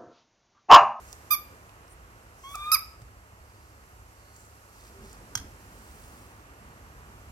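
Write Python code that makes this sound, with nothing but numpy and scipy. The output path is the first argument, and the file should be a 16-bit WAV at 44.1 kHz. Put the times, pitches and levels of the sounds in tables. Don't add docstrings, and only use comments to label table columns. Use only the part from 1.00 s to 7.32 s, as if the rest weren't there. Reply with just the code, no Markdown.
import sys
import numpy as np
from scipy import signal
from scipy.fft import rfft, irfft, next_fast_len
from scipy.io import wavfile
from scipy.ndimage import uniform_filter1d, map_coordinates

SR = 44100
rng = np.random.default_rng(int(sys.argv[2]) if len(sys.argv) > 2 else 0)


def persist_wave(psi):
    counts = np.round(np.clip(psi, -1, 1) * 32767).astype(np.int16)
    wavfile.write(sys.argv[1], SR, np.atleast_2d(counts).T)


N = 278623

# (start [s], length [s], attack [s], top pitch [Hz], level at top pitch [dB],
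# bend of the pitch arch [octaves/s^2], roughness at top pitch [0-1])
SQUEAKS = [(.303, .054, 0.0078, 1219, -26.5, 126, 0.06), (1.714, 0.094, 0.0024, 1290, -20, 273, 0.08)]
# (time [s], pitch [Hz], level before trim [dB])
COO_PATH = [(1.435, 1068, -51), (1.451, 1084, -47), (1.515, 1136, -49), (1.539, 1142, -49.5),
            (1.549, 1302, -33), (1.557, 1158, -39.5), (1.575, 1180, -43), (1.665, 1213, -35),
            (1.708, 1230, -35.5)]
# (frequency [Hz], gain [dB])
FIRST_SQUEAK_THROAT = [(1000, -8), (1220, -.5), (2400, -6.5), (3650, -12.5), (4200, -23), (4870, -7),
                       (5400, -9), (6000, -12), (7300, -25.5), (8450, -21), (9600, -36), (10900, -9.5),
                       (12100, 5.5), (13200, -13), (14500, -30), (15800, -30)]
SECOND_SQUEAK_THROAT = [(1000, -4.5), (1280, -1.5), (2300, 1.5), (2600, -16.5), (3750, -18.5), (4930, 0.5),
                        (5300, -12), (6350, -15), (7600, -28), (8950, -17), (11400, -8.5), (12250, 2.5),
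                        (13100, -13), (15400, -32)]
COO_THROAT = [(1200, 0), (2200, -15.5), (2450, -16), (3300, -8.5), (3700, -15.5), (4400, -32), (8000, -53),
              (10800, -34), (13300, -29), (15500, -42)]
# (time [s], level before trim [dB], centre of the snap [Hz])
TICKS = [(.1282, -32, 6540), (.6934, -46, 2750), (.8795, -50.5, 5530), (1.5547, -27, 7040),
         (2.0179, -45.5, 5470), (3.3629, -44, 7000), (4.13, -43, 7000)]
# (time [s], level of the first contact [dB], contact length [s], its brightness [Hz])
CLACKS = [(4.3532, -18.5, 0.0015, 15000), (4.3737, -31, 0.016, 5000)]
# (frequency [Hz], relative level [dB], 60 dB decay [s])
OBJECT_RINGING = [(910, -17.5, 0.027), (1473, 1, 0.015), (2145, -13.5, 0.023), (3204, -7, 0.044),
                  (3400, -8, .016), (4200, -13, 0.044), (5110, -8, 0.026), (5465, -3, 0.027),
                  (6220, 7, .012), (8140, -17, 0.018), (10000, -14, 0.018), (10850, -6, 0.009),
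                  (11930, 0, 0.01)]
# (time [s], level [dB], frequency [Hz])
THUDS = [(2.018, -38.5, 118), (2.41, -39, 75), (4.361, -30.5, 112), (4.4, -31, 71), (4.419, -44, 198),
         (4.451, -34.5, 77)]
# (middle [s], length [s], level [dB], centre [Hz], sharpness [Q])
RUBS_AND_WHEEZE = [(.094, 0.1, -58.5, 6500, 3.1), (.92, 0.038, -59, 9200, 8), (1.499, 0.17, -58, 5970, 7.6),
                   (1.536, .06, -53.5, 11800, 9), (2.6, .25, -70, 4800, 4), (3.3, 0.22, -70, 4430, 26),
                   (3.411, 0.14, -61, 7150, 3.6), (3.828, .18, -60.5, 5030, 1.6),
                   (4.021, .14, -57, 387.6, 53), (4.098, 0.11, -58, 5070, 2),
                   (4.439, 0.048, -52.5, 292, 5.6), (4.995, .55, -60, 5930, 0.5)]
# (frequency [Hz], lag [rad])
PORT_LAG = [(20, 0), (300, .2), (1250, .75), (2550, 1.7), (3100, 4.1), (3800, 4.3), (5000, 6.1),
            (6200, 7.5), (7100, 11.6), (9000, 12.3), (12200, 14.8), (16000, 20)]
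# (frequency [Hz], 60 dB decay [s])
ROOM_DECAY = [(150, 0.21), (1200, 0.48), (2500, 0.47), (3600, 0.39), (4900, 0.45), (6300, 0.25),
              (8000, 0.25), (12000, 0.31), (16000, 0.1)]
# (delay [s], level [dB])
WALL_ECHOES = [(.0062, -23), (.0135, -24), (.0225, -21), (.0385, -23), (.046, -22)]
# (frequency [Hz], relative level [dB per Hz])
ROOM_TONE = [(25, -23), (50, -3), (90, -12.5), (170, -16.5), (400, -16), (650, -16), (1150, -15),
             (1600, -17.5), (2300, -24), (2850, -24), (3450, -29), (4600, -25), (7200, -24), (9500, -28),
             (12500, -25.5), (16000, -41)]
# (frequency [Hz], likeness [0-1])
PORT_LIKENESS = [(100, .99), (450, .92), (900, .7), (1550, .72), (2300, .2), (12000, .22)]
# (frequency [Hz], level before trim [dB])
HUM = [(48.4, -67), (70.0, -62), (102.3, -62.5)]
# (time [s], rumble before trim [dB], air before trim [dB])
LOW_NOISE = [(0.0, -55.5, -59.5), (1.87, -53.5, -62.5), (2.18, -58, -63), (2.59, -55.5, -63),
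             (3.71, -62.5, -62.5), (4.08, -54, -60), (6.02, -52.5, -60), (6.32, -54.5, -61)]
# (time [s], level before trim [dB])
HISS = [(0.0, -60.5), (0.93, -67), (1.34, -65.5), (1.69, -58), (1.97, -66.5), (2.27, -67), (4.1, -62.5),
        (5.14, -62.5), (5.38, -65.5), (6.32, -64)]


def squeak(row, throat):
    start, length, attack, top_hz, db, bend, rough = row
    top_after_s, scoop_octaves, scoop_s = 0.0175, 0.284, 0.0022
    t = np.arange(0, length, 1 / SR)
    scoop = scoop_octaves * np.exp(-t / scoop_s)
    sag = bend * (t - top_after_s) ** 2 + scoop
    gain = amp(db - 60.5 * sag) * fade(t, attack, release=0.0053)
    roughness = rough + 0.67 * sag
    bright_db_per_octave = 1.46 - 21.5 * np.abs(sag - 0.064)
    pitch = top_hz * 2 ** -sag
    return call(start, pitch, gain, roughness, bright_db_per_octave, throat, jitter=0.05, rasp=1.2)


def coo():
    end_s, trim_db, fade_s = 1.716, 1.8, 0.0034
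    t = np.arange(COO_PATH[0][0], end_s, 1 / SR)
    pitch, db = curves(COO_PATH, t)
    gain = amp(db + trim_db) * fade(t, fade_s, fade_s)
    bright_db_per_octave = 0.24 * (-37.5 - db)
    return call(t[0], pitch, gain, 0.092, bright_db_per_octave, COO_THROAT, jitter=0.08, rasp=1, waver_db=2.5)


def call(start, pitch, gain, rough, bright_db_per_octave, throat, jitter, rasp, waver_db=0):
    size = len(pitch)
    smooth_pitch = uniform_filter1d(pitch, size=90)
    shaky_pitch = smooth_pitch * (1 + jitter * rough * wobble(902, size))
    phase = 2 * np.pi * np.cumsum(shaky_pitch) / SR
    voice = np.zeros(size)
    for k in range(1, 15):
        flutter = 1 + rasp * rough * wobble(1200, size)
        waver = waver_db * (k > 1) * wobble(34, size)
        level = along(throat, k * shaky_pitch) + bright_db_per_octave * np.log2(k) + waver
        harmonic = np.sin(k * phase + rng.uniform(0, 2 * np.pi))
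        voice += amp(level) * flutter * harmonic
    out = np.zeros(N)
    add(out, start, np.sqrt(2) * gain * voice)
    return filtered(out, lambda f: 1 / np.sqrt(1 + (950 / (f + 1)) ** 16))


def closing_tone():
    out = np.zeros(N)
    t = np.arange(0, 3, 1 / SR)
    tone = np.sin(2 * np.pi * 2852 * t)
    add(out, N / SR - 0.5, amp(-55) * np.hanning(len(t)) * tone)
    return out


def ticks():
    out, t = np.zeros(N), np.arange(SR // 10) / SR
    for start, db, hz in TICKS:
        snap_envelope = amp(-60 * t / 0.016) * (1 - np.exp(-t / 0.000052))
        snap = band_noise(hz, 2.9, len(t)) * snap_envelope
        knock = amp(-12 - 60 * t / 0.044) * np.sin(2 * np.pi * 750 * t)
        add(out, start, amp(db - 3) * (snap + knock))
    return out


def clack():
    out = np.zeros(N)
    for start, db, length, bright_hz in CLACKS:
        for k in range(3):
            blow = contact(length, bright_hz * 0.87 ** k)
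            add(out, start + k * 0.0028, amp(db - 5 * k * k) * blow)
    return out


def contact(length, bright_hz):
    t = np.arange(SR // 5) / SR
    ring = np.zeros(len(t))
    for hz, db, t60 in OBJECT_RINGING:
        envelope = amp(db + rng.normal(0, 1) - 60 * t / t60)
        ring += envelope * np.sin(2 * np.pi * hz * t + rng.uniform(0, 2 * np.pi))
    crack = band_noise(5100, 0.78, len(t)) * np.exp(-2 * t / length)
    onset = 1 - np.exp(-t / 0.00023)
    blow = (amp(-4) * ring + amp(-3) * crack) * onset
    b, a = signal.butter(1, bright_hz, fs=SR)
    return signal.lfilter(b, a, blow)


def thuds():
    out, t = np.zeros(N), np.arange(SR // 2) / SR
    for start, db, hz in THUDS:
        envelope = amp(db - 60 * t / 0.096) * (1 - np.exp(-t / 0.0028))
        add(out, start, envelope * -np.sin(2 * np.pi * hz * t))
    return out


def rubs_and_wheeze():
    out = np.zeros(N)
    for middle, length, db, hz, q in RUBS_AND_WHEEZE:
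        size = int(2.1 * length * SR)
        grain = amp(2.7 * wobble(hz / 20, size))
        grainy_noise = unit(band_noise(hz, q, size) * grain)
        start = max(middle - size / SR / 2, 0)
        add(out, start, amp(db) * np.hanning(size) * grainy_noise)
    return out


def scuffs():
    out = np.zeros(N)
    moves = amp(3.5 * wobble(14, N))
    scuffing = unit(band_noise(215, 1.7, N) * moves)
    add(out, 3.82, amp(-60.5) * scuffing)
    return out


def place(x, right_db, lag=1, shadow_hz=0):
    side = np.array([[-1], [1]]) / 2

    def port_response(f):
        level_db = side * right_db * f * f / (f * f + shadow_hz ** 2 + 1)
        return amp(level_db) * np.exp(-1j * side * lag * along(PORT_LAG, f))

    return filtered(x, port_response)


def room(x):
    hz, t, spectrum = signal.stft(rng.standard_normal((2, SR // 2)), SR, nperseg=256)
    decay = amp(-60 * t / along(ROOM_DECAY, hz)[:, None])
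    build_up = 1 - np.exp(-t / 0.0042)
    tail = signal.istft(spectrum * decay * build_up, SR, nperseg=256)[1]
    tail *= amp(-15) / np.linalg.norm(tail[0])
    for delay, db in WALL_ECHOES:
        for port in tail:
            port[int((delay + rng.uniform(0, 0.0005)) * SR)] += amp(db)
    return signal.fftconvolve(x[None], tail, axes=1)[:, :N]


def background():
    t = np.arange(N) / SR
    rumble_db, air_db = curves(LOW_NOISE, t)
    hiss_db, = curves(HISS, t)
    hum = np.zeros(N)
    for hz, db in HUM:
        level = amp(db + 1.5 * wobble(4, N))
        hum += level * np.sin(2 * np.pi * hz * t + 0.3 * wobble(4, N))
    rumble = amp(rumble_db - 1.0 + 1.5 * wobble(5, N)) * room_noise(42, 140, right_db=1.3)
    air = amp(air_db + 6.5) * room_noise(150, 3200, right_db=1.7)
    hiss = amp(hiss_db + 2.0) * room_noise(3900, 17000, right_db=3.3)
    placed_hum = place(np.sqrt(2) * amp(-0.3) * hum, right_db=1.2, lag=2.6)
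    return rumble + air + hiss + placed_hum


def room_noise(lo_hz, hi_hz, right_db):
    def shape(f):
        band_edges = np.sqrt((1 + (lo_hz / (f + 1)) ** 8) * (1 + (f / hi_hz) ** 8))
        return amp(along(ROOM_TONE, f)) / band_edges

    shared = filtered(rng.standard_normal(N), lambda f: shape(f) * np.sqrt(along(PORT_LIKENESS, f)))
    own = filtered(rng.standard_normal((2, N)), lambda f: shape(f) * np.sqrt(1 - along(PORT_LIKENESS, f)))
    return unit(place(shared + own, right_db, lag=2.6))


def amp(db):
    return 10 ** (np.asarray(db) / 20)


def unit(x):
    return x / np.sqrt(np.mean(x ** 2) + 1e-20)


def along(points, hz):
    f, v = np.transpose(points)
    return np.interp(np.log(hz + 1), np.log(f + 1), v)


def curves(rows, t):
    s, *columns = np.transpose(rows)
    return [np.interp(t, s, column) for column in columns]


def wobble(rate, size):
    knots = rng.standard_normal(int(size * rate / SR) + 4)
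    return map_coordinates(knots, [np.arange(size) * rate / SR])


def fade(t, attack, release):
    return np.clip((t - t[0]) / attack, 0, 1) * np.clip((t[-1] - t) / release, 0, 1)


def filtered(x, response):
    size = x.shape[-1]
    m = next_fast_len(size + 8192)
    return irfft(rfft(x, m) * response(np.fft.rfftfreq(m, 1 / SR)), m)[..., :size]


def band_noise(hz, q, size):
    def resonance(f):
        damping = 1j * f * hz / q
        return damping / (hz * hz - f * f + damping)

    return unit(filtered(rng.standard_normal(size), resonance))


def add(track, s, x):
    part = track[round(s * SR):][:len(x)]
    part += x[:len(part)]


def scene():
    first = squeak(SQUEAKS[0], FIRST_SQUEAK_THROAT)
    second = squeak(SQUEAKS[1], SECOND_SQUEAK_THROAT)
    soft = coo() + closing_tone()
    hits = ticks() + clack()
    direct = place(first + hits, right_db=7)
    direct += place(second, right_db=7, shadow_hz=1500)
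    direct += place(soft, right_db=0.5)
    direct += place(thuds() + rubs_and_wheeze() + scuffs(), right_db=2)
    return direct + room(first + second + soft + hits) + background()


def record(dry):
    return filtered(dry, lambda hz: 1 / np.sqrt(1 + (hz / 16200) ** 160))


dry = scene()
out = record(dry)
persist_wave(out)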